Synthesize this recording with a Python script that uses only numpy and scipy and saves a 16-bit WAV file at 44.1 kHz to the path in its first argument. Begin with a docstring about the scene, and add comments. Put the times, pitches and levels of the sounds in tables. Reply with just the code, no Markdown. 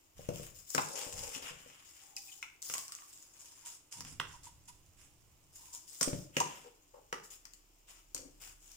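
"""Handling a potted succulent.

Close up in a small tiled kitchen, fleshy leaves rub by countless tiny slips, tick, squeak and snap off.
Knocks ring a plastic basin and its table; a small hollow scoop scrapes between the leaves; soil falls.
Every slide speeds up, peaks early and slows to a stop. Behind it: room air, table rumble, a late hum."""
import sys
import numpy as np
from scipy import signal
from scipy.fft import rfft, irfft, next_fast_len
from scipy.io import wavfile
from scipy.ndimage import uniform_filter1d, map_coordinates

SR = 44100
rng = np.random.default_rng(int(sys.argv[2]) if len(sys.argv) > 2 else 0)


def master(y):
    """Save y as 16-bit WAV."""
    cut = np.clip(np.atleast_2d(y).T, -1, 1)
    pcm = np.round(cut * 32767)  # scale
    wavfile.write(sys.argv[1], SR, pcm.astype(np.int16))


N = 386316
TIME_S = np.arange(N) / SR

# Finger strokes on the leaves. Each row: start in seconds, length in seconds, hiss in dB, rasp in dB.
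STROKES = [(0.161, 0.28, -60, -64), (0.329, 0.2, -53.5, -59), (0.544, 0.13, -56.5, -71),
           (0.663, 0.62, -47.5, -63.5), (0.948, 0.16, -46, -50), (1.155, 0.22, -47, -54.5),
           (1.333, 0.062, -44.5, -48), (1.416, 0.12, -50.5, -49), (1.47, 0.49, -61.5, -61),
           (1.832, 0.37, -59.5, -67), (2.15, 0.32, -55, -71.5), (2.631, 0.25, -46.5, -64.5),
           (2.867, 0.48, -59.5, -71.5), (3.084, 0.27, -60.5, -73), (3.322, 0.48, -59, -69),
           (3.647, 0.13, -50, -63), (3.91, 0.11, -49.5, -62), (4.062, 0.092, -54.5, -63),
           (4.274, 0.12, -59, -77), (4.43, 0.059, -52, -63), (4.676, 0.031, -54.5, -65),
           (4.971, 0.12, -61.5, -68), (5.522, 0.38, -59, -73), (5.724, 0.069, -50, -65.5),
           (5.868, 0.42, -52, -67.5), (6.326, 0.39, -58, -57.5), (7.232, 0.054, -55, -77),
           (7.301, 0.072, -53, -63), (7.869, 0.16, -62, -65), (8.399, 0.14, -53.5, -59.5),
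           (8.588, 0.7, -61.5, -70.5)]
# Top treble of the rubbing. Each row: time in seconds, gain in dB.
SHEEN = [(0.7, 12.5), (0.9, 3), (2.7, 12.5), (3.8, 4), (4.2, -4), (5.6, 9)]
# Leaves snapping and striking. Each row: start in seconds, crack in dB, shiver relative to the crack
# in dB, thump in dB, body in dB, crack ring in Hz, body ring in Hz, left over right in dB.
SNAPS = [(0.7472, -33, -32, -38, -37, 7400, 1520, 7.5), (0.778, -44.5, -20, -39, -33, 5300, 880, 1.5),
         (2.1637, -43.5, -13, -81, -85, 5200, 2500, 0.5), (2.4257, -52, -12, -72, -42.5, 6200, 2450, 5.5),
         (4.1985, -48.5, -8, -52, -42, 5300, 3030, -4.5), (6.009, -31, -1, -39.5, -40.5, 5900, 1370, 5),
         (6.0274, -30.5, -6, -64, -43, 8100, 3320, -1.5), (6.3659, -38, 14, -35, -33, 6400, 2650, 2.5),
         (6.4002, -35, -2, -42, -40, 6700, 2700, 2), (7.1256, -47.5, -11, -45, -39, 5400, 1320, 3),
         (7.452, -53.5, -20, -89, -59.5, 5170, 1890, 6.5), (8.1451, -38.5, -30, -56, -57, 7600, 3000, 5.5)]
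# Leaf flicks. Each row: start in seconds, edge in dB, blade in dB.
TICKS = [(0.288, -54.5, -52.5), (1.125, -50, -55.5), (2.619, -51, -83), (2.625, -46, -64),
         (2.698, -47, -48), (2.738, -39.5, -45), (2.742, -42, -63), (2.7523, -56, -71), (2.7802, -43, -52),
         (2.88, -51, -65), (2.9207, -47.5, -57), (2.95, -48.5, -68), (3.9273, -53, -75),
         (4.006, -47, -56.5), (4.049, -56, -57), (6.0805, -49, -56), (6.1301, -72, -54),
         (7.5348, -56.5, -70), (8.164, -60, -55.5), (8.1771, -50, -62.5), (8.716, -57, -74)]
# Waxy squeaks. Each row: start in seconds, length in seconds, first and last pitch in Hz, level in dB.
SQUEAKS = [(0.7777, 0.014, 1647, 715, -27.5), (2.165, 0.013, 2610, 2390, -48),
           (2.279, 0.023, 2590, 2460, -57.5), (2.314, 0.021, 3400, 3130, -54),
           (4.1986, 0.0019, 3380, 2900, -26.5), (4.2003, 0.00287, 1760, 1094, -30),
           (6.402, 0.014, 1016, 870, -25.5)]
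# Knocks on the basin. Each row: start in seconds, wall in dB, boom in dB.
KNOCKS = [(0.192, -55.5, -65), (0.288, -39, -45), (0.396, -52, -51.5), (1.065, -50.5, -76),
          (1.362, -53.5, -65), (1.51, -60, -58.5), (1.66, -63.5, -71), (2.697, -60.5, -63.5),
          (6.0746, -38.5, -68), (6.13, -40, -39)]
# Modes of the basin on its table. Each row: frequency in Hz, relative level in dB, T60 in seconds.
BOOM_MODES = [(131, -9, 0.17), (143, -8, 0.31), (174.4, -10.5, 0.33)]
WALL_MODES = [(302, -24, 0.44), (340.2, -11, 0.25), (379, -10.5, 0.058), (500, 3.5, 0.048),
              (569.6, 4.5, 0.097)]
# Slides on plastic. Each row: start in seconds, length in seconds, level in dB, resonance in Hz.
SCOOP_SCRAPES = [(2.004, 0.41, -67.5, 822), (3.295, 0.44, -75, 956), (3.624, 0.093, -62.5, 960),
                 (3.93, 0.14, -61, 963), (4.335, 0.036, -56, 993), (4.466, 0.034, -55, 950),
                 (4.681, 0.033, -58, 940), (5.58, 0.29, -63.5, 980)]
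BASIN_DRAGS = [(.85, 0.74, -54, 533), (6.645, 0.043, -55, 525), (6.936, 0.067, -56, 550),
               (8.147, 0.17, -57.5, 330)]
# Grains hitting the scoop. Each row: start in seconds, level in dB.
GRIT = [(2.7529, -50), (2.784, -57), (2.893, -63), (2.945, -64), (2.987, -61.5), (3.02, -60)]
# Falling soil and shoves of the pot. Each row: start in seconds, length in seconds, level in dB.
SOIL_FALLS = [(3.95, 0.29, -54.5)]
POT_SHOVES = [(.15, 0.54, -59), (1.125, 0.2, -52.5), (1.3, 0.39, -70), (3.96, 0.67, -61), (4.15, 1.82, -66),
              (8.1, 0.6, -68)]
# Hand position. Each row: time in seconds, left over right in dB.
HAND_PAN = [(0, 5.5), (2.4, 5.5), (2.9, 2), (3.6, 3), (4.1, 0.5), (4.7, -0.5), (5.2, -2.5), (5.8, 4),
            (8.7, 5.5)]
# Deep hum. Each row: time in seconds, level in dB.
HUM_SWELL = [(6.5, -74.5), (8.3, -63.5), (8.8, -63.5)]
# Source spectra. Each row: frequency in Hz, relative density in dB.
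HISS_SPECTRUM = [(2120, -38), (3600, -14.5), (4340, -16.5), (5170, -4), (6010, -8), (6900, -1),
                 (10900, -13), (13800, -25), (15100, -17), (16400, -46)]
RASP_SPECTRUM = [(150, -15), (600, -5.5), (1100, -0.5), (2000, 0), (2900, 5), (4000, -10), (6000, -32)]
CRACK_SPECTRUM = [(1500, -47.5), (4200, -3.5), (5400, 5.5), (7200, 3.5), (8800, 3.5), (10500, -6),
                  (13000, -6), (15500, -10.5)]
BODY_SPECTRUM = [(400, -48), (850, 2.5), (1400, 1.5), (2000, 1), (2900, -0.5), (3900, -8.5), (8000, -46)]
THUMP_SPECTRUM = [(40, -26.5), (150, 1.5), (220, -5), (330, 1.5), (560, 1), (1100, -19), (6000, -27)]
RUMBLE_SPECTRUM = [(20, -2.5), (50, -1.5), (90, -1.5), (170, -9), (400, -35.5)]
AIR_SPECTRUM = [(25, -16), (236, -14.5), (301, -2), (427, -11.5), (1040, -11), (1700, -18.5), (2910, -12),
                (3820, -20.5), (6920, -17.5), (10700, -26.5), (14800, -15.5), (16000, -25)]
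# Room decay. Each row: frequency in Hz, T60 in seconds.
KITCHEN_T60 = [(120, 0.56), (1500, 0.46), (4000, 0.44), (15000, 0.35)]
# Likeness of the two microphone ports. Each row: frequency in Hz, correlation from 0 to 1.
PORT_COHERENCE = [(60, 0.63), (250, 0.91), (1200, 0.28), (16000, 0.017)]
# Port colour. Each row: frequency in Hz, left over right in dB.
PORT_BALANCE = [(60, -2.5), (250, 2), (700, -3), (1300, -3), (2700, -3.5), (5400, 0.5), (7000, 2.5),
                (9000, -10.5), (12000, -1.5), (15000, 5.5)]
# Late arrival at the right port. Each row: time in seconds, lag in milliseconds.
PORT_LAG = [(2.4, 0.41), (2.9, 0.081), (5.3, 0.027), (5.95, 0.36)]


def leaf_rubbing(resting_db=-74.5):
    """Waxy leaves slide on skin and each other: edges crinkle, a light grip hisses, a firm one rasps."""
    slide = friction()
    crinkles = unit(noise(N) * contacts(per_s=44, spread_db=4, fade_s=0.003))
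    slide = slide + amp(-11) * crinkles
    jerks = unit(contacts(per_s=80, spread_db=2.8, fade_s=0.005))
    hiss_gain = np.hypot(slide_gain(row[:3] for row in STROKES), amp(resting_db))
    hiss = hiss_gain * unit(colour(slide * (1 + 0.22 * jerks), HISS_SPECTRUM))
    treble = signal.sosfiltfilt(signal.butter(4, 13000, "high", fs=SR, output="sos"), hiss)
    hiss += (amp(over_time(SHEEN)) - 1) * treble
    rasp_gain = slide_gain((start_s, length_s, db) for start_s, length_s, _, db in STROKES)
    rasp = rasp_gain * unit(colour(slide * (1 + 0.19 * jerks), RASP_SPECTRUM))
    return hand_pan() * (hiss + rasp)


def leaf_snaps():
    """Tissue gives way: the crack and the leaf's body ring briefly, and the stem carries a thump."""
    out = np.zeros((2, N))
    for start_s, crack_db, shiver_db, thump_db, body_db, crack_hz, body_hz, pan_db in SNAPS:
        crack = colour(burst(rise_s=0.0023, shiver_db=shiver_db, shiver_s=0.012), CRACK_SPECTRUM)
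        body = colour(burst(rise_s=0.002, shiver_db=-4, shiver_s=0.0053), BODY_SPECTRUM)
        thump = colour(burst(rise_s=0.0026, shiver_db=1, shiver_s=0.014), THUMP_SPECTRUM)
        crack = unit_hit(crack + 1.6 * ring(crack, crack_hz, crack_hz / 4.5))
        body = unit_hit(body + 1.6 * ring(body, body_hz, body_hz / 4.5))
        snap = amp(crack_db) * crack + amp(body_db) * body + amp(thump_db) * unit_hit(thump)
        add(out, start_s, pan(pan_db) * snap)
    return out


def leaf_ticks():
    """Leaf edges flick past each other, each with its own pitch."""
    out = np.zeros((2, N))
    for start_s, edge_db, blade_db in TICKS:
        flick = burst(rise_s=0.0011, shiver_db=-5, shiver_s=0.005)
        edge = colour(flick + ring(flick, hz=rng.uniform(6000, 8500), width_hz=1200), CRACK_SPECTRUM)
        blade = colour(flick + ring(flick, hz=rng.uniform(1100, 2800), width_hz=500), RASP_SPECTRUM)
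        add(out, start_s, amp(edge_db) * unit_hit(edge) + amp(blade_db) * unit_hit(blade))
    return out * hand_pan()


def leaf_squeaks():
    """Leaf skin sticks and slips at an uneven pitch, which falls as the tension lets go."""
    out = np.zeros((2, N))
    for start_s, length_s, first_hz, last_hz, db in SQUEAKS:
        count = int(length_s * SR)
        jitter = 0.084 * unit(uniform_filter1d(rng.standard_normal(count), size=30))
        pitch_hz = np.geomspace(first_hz, last_hz, count) * (1 + jitter)
        tone = unit(np.sin(2 * np.pi * np.cumsum(pitch_hz) / SR)) * signal.windows.tukey(count, 0.5)
        add(out, start_s, amp(db) * tone[None])
    return out * hand_pan()


def basin_knocks(cutoff_hz=620, push_db=-1):
    """A soft push sets the basin's wall and the table under it ringing."""
    out = np.zeros((2, N))
    lowpass = signal.butter(5, cutoff_hz, fs=SR, output="sos")
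    for start_s, wall_db, boom_db in KNOCKS:
        push = unit_hit(signal.sosfilt(lowpass, burst(rise_s=0.00076, shiver_db=9, shiver_s=0.0033)))
        wall = unit_hit(signal.sosfilt(lowpass, struck(WALL_MODES)))
        add(out, start_s, amp(boom_db) * struck(BOOM_MODES) + amp(wall_db) * wall)
        add(out, start_s, amp(wall_db + push_db) * push)
    return out * hand_pan()


def scoop_scrapes():
    """Gritty scrapes ring the plastic scoop's hollow, whose pitch shifts with load and tilt."""
    out = np.zeros((2, N))
    scrape = friction() * (1 + 0.19 * unit(contacts(per_s=150, spread_db=2, fade_s=0.003)))
    rasp = amp(-10) * unit(colour(scrape, BODY_SPECTRUM))
    for start_s, length_s, db, hz in SCOOP_SCRAPES:
        out += slide_gain([(start_s, length_s, db)]) * unit(hollow(scrape, hz, width_hz=125) + rasp)
    return out * hand_pan()


def grit_taps():
    """Single grains of soil tick against the scoop's wall."""
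    out = np.zeros((2, N))
    for start_s, db in GRIT:
        tap = burst(rise_s=0.0006, shiver_db=-14, shiver_s=0.003)
        wall = ring(tap, hz=1137 * rng.uniform(0.95, 1.12), width_hz=90)
        add(out, start_s, amp(db) * unit_hit(wall + 0.06 * colour(tap, RASP_SPECTRUM)))
    return out


def drags_and_soil(wall_q=2.1, overtone_ratio=1.47):
    """Stem and fingers drag on the hand-damped basin wall; soil tumbles into the pot."""
    scrape = friction()
    soil = slide_gain(SOIL_FALLS) * hollow(scrape, hz=136, width_hz=107)
    drags = np.zeros((2, N))
    for start_s, length_s, db, hz in BASIN_DRAGS:
        width_hz = hz / wall_q
        wall = hollow(scrape, hz, width_hz) + amp(-4.5) * hollow(scrape, hz * overtone_ratio, width_hz)
        drags += slide_gain([(start_s, length_s, db)]) * unit(wall)
    return soil + drags * hand_pan()


def kitchen(x, early_db, tail_db):
    """Direct sound, a few reflections from table and body, then the tail of a tiled room."""
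    t = np.arange(SR * 2 // 3) / SR
    echoes = at_ports(rng.standard_normal((2, len(t))) * (rng.random((2, len(t))) < 4000 / SR))
    echoes *= 1 - np.exp(-(t / 0.0052) ** 2)
    hz, frame_s, spectra = signal.stft(echoes, SR, nperseg=256)
    decay = amp(-60 * frame_s / at_hz(KITCHEN_T60, hz)[:, None])
    tail = signal.istft(spectra * decay, SR, nperseg=256)[1][:, :len(t)]
    early = np.zeros((2, len(t)))
    for side in early:
        side[(rng.uniform(0.002, 0.016, size=8) * SR).astype(int)] = rng.choice([-1, 1], size=8)
    early = at_ports(early)
    response = amp(early_db) * early / np.linalg.norm(early[0])
    response += amp(tail_db) * tail / np.linalg.norm(tail[0])
    return x + signal.fftconvolve(x, response, axes=1)[:, :N]


def background(air_db=-71, tremor_db=-76.5, hum_hz=35):
    """Still room air, handling rumble through the table, and a deep hum that swells near the end."""
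    air = amp(air_db) * unit(colour(noise(N), AIR_SPECTRUM, size=8192))
    rumble_gain = np.hypot(slide_gain(POT_SHOVES), amp(tremor_db))
    rumble = rumble_gain * unit(colour(noise(N), RUMBLE_SPECTRUM, size=8192))
    hum = amp(over_time(HUM_SWELL, outside=-120)) * np.sin(2 * np.pi * hum_hz * TIME_S)
    return air + rumble + hum


def friction(slips_per_s=1500, smooth_db=-3):
    """Tiny slips over a smooth hiss; as the leaves bend, patches of the spectrum swell and fade."""
    slips = (rng.random(N) < slips_per_s / SR) * amp(3 * np.minimum(rng.exponential(1, N), 4))
    slide = at_ports((unit(slips) + amp(smooth_db)) * rng.standard_normal((2, N)))
    spectra = signal.stft(slide, SR, nperseg=256)[2]
    patches = uniform_filter1d(rng.standard_normal(spectra.shape[1:]), size=8, axis=0)
    patches_db = 2.5 * unit(uniform_filter1d(patches, size=6, axis=1))
    grip_db = 1.3 * unit(uniform_filter1d(rng.standard_normal(spectra.shape[2]), size=5))
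    return unit(signal.istft(spectra * amp(patches_db + grip_db), SR, nperseg=256)[1][:, :N])


def contacts(per_s, spread_db, fade_s):
    """Envelope of tiny contacts of random time and size."""
    hits = (rng.random(N) < per_s / SR) * amp(spread_db * np.minimum(rng.exponential(1, N), 2))
    return signal.lfilter([1], [1, -np.exp(-1 / (fade_s * SR))], hits + 1e-12)


def slide_gain(rows, peak_share=0.13, roundness=0.69):
    """Envelope of slides that speed up, peak early and slow to a stop; overlaps add in power."""
    power = np.zeros((1, N))
    for start_s, length_s, db in rows:
        progress = np.linspace(0, 1, int(length_s * SR))
        angle = np.interp(progress, [0, peak_share, 1], [0, np.pi / 2, np.pi])
        add(power, start_s, (amp(db) * abs(np.sin(angle[None])) ** roundness) ** 2)
    return np.sqrt(power)


def burst(rise_s, shiver_db, shiver_s):
    """A brief pulse of noise, then a dying shiver."""
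    t = np.arange(SR // 8) / SR
    pulse = (t / rise_s * np.exp(1 - t / rise_s)) ** 4
    shiver = amp(shiver_db) * (1 - np.exp(-t / rise_s)) * np.exp(-t / shiver_s)
    return noise(len(t)) * (pulse + shiver)


def struck(modes):
    """Dying modes, slightly detuned at each blow."""
    t = np.arange(SR // 3) / SR
    ringing = sum(amp(db - 60 * t / t60_s) * np.sin(2 * np.pi * hz * t * rng.uniform(0.99, 1.01))
                  for hz, db, t60_s in modes)
    return unit_hit(ringing[None])


def ring(x, hz, width_hz):
    """One resonance of peak gain 1."""
    return signal.lfilter(*signal.iirpeak(hz, hz / width_hz, SR), x)


def hollow(x, hz, width_hz):
    """A steep-sided resonance at rms 1."""
    return unit(ring(ring(x, hz, width_hz), hz, width_hz))


def colour(x, spectrum, size=2048):
    """Causal filter with the given spectrum."""
    log_gain = np.log(amp(at_hz(spectrum, abs(np.fft.fftfreq(size, 1 / SR)))))
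    taps = np.fft.ifft(np.exp(np.conj(signal.hilbert(log_gain)))).real
    return signal.oaconvolve(x, taps[None, :size // 2], axes=1)[:, :x.shape[1]]


def at_ports(x):
    """Two close ports hear similar bass and different treble."""
    count = x.shape[1]
    size = next_fast_len(count)
    left, independent = rfft(x, size)
    coherence = at_hz(PORT_COHERENCE, np.fft.rfftfreq(size, 1 / SR))
    right = coherence * left + np.sqrt(1 - coherence ** 2) * independent
    return irfft(np.array([left, right]), size)[:, :count]


def noise(count):
    """White noise at the two ports."""
    return at_ports(rng.standard_normal((2, count)))


def pan(pan_db):
    """Left and right gains of constant power."""
    gains = amp(np.array([pan_db, -pan_db]).reshape(2, -1) / 2)
    return gains / np.sqrt(np.mean(gains ** 2, 0))


def hand_pan():
    """Left and right gains as the hands move around the plant."""
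    return pan(over_time(HAND_PAN))


def amp(db):
    """Decibels to gain."""
    return 10 ** (np.asarray(db) / 20)


def unit(x):
    """Scales to rms 1."""
    return x / np.sqrt(np.mean(x ** 2) + 1e-20)


def unit_hit(x):
    """Scales each channel to the energy of 20 ms at rms 1."""
    return x / np.sqrt(np.sum(x ** 2, 1, keepdims=True) / (SR / 50) + 1e-20)


def at_hz(points, hz):
    """Interpolates on a log-frequency axis."""
    points_hz, values = np.transpose(points)
    return np.interp(np.log(hz + 1), np.log(points_hz + 1), values)


def over_time(points, outside=None):
    """Interpolates a time curve at every sample."""
    return np.interp(TIME_S, *np.transpose(points), left=outside, right=outside)


def add(mix, start_s, sound):
    """Mixes a sound in at start_s."""
    part = mix[:, round(start_s * SR):][:, :sound.shape[1]]
    part += sound[:, :part.shape[1]]


def scene():
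    """Handling sounds in the kitchen over its background; scoop and squeaks are closer and drier."""
    scoop_send, squeak_send = 0.41, 0.73
    scoop, squeaks = scoop_scrapes(), leaf_squeaks()
    work = leaf_snaps() + leaf_ticks() + basin_knocks() + leaf_rubbing() + drags_and_soil() + grit_taps()
    work += scoop_send * scoop + squeak_send * squeaks
    close = (1 - scoop_send) * scoop + (1 - squeak_send) * squeaks
    return kitchen(work, early_db=-7.5, tail_db=-4.5) + close + background()


def record(dry):
    """Each microphone port has its own colour, the right one hears later, and the band is limited."""
    size = next_fast_len(N + SR // 8)
    port_gains = pan(at_hz(PORT_BALANCE, np.fft.rfftfreq(size, 1 / SR)))
    left, right = irfft(rfft(dry, size) * port_gains, size)[:, :N]
    lag_s = over_time(PORT_LAG) / 1000
    right = map_coordinates(right, [(TIME_S - lag_s) * SR], order=5)
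    lowpass = signal.firwin(255, cutoff=16200, window=("kaiser", 9), fs=SR)
    return signal.oaconvolve(np.array([left, right]), lowpass[None], "same")


dry = scene()
out = record(dry)
master(out)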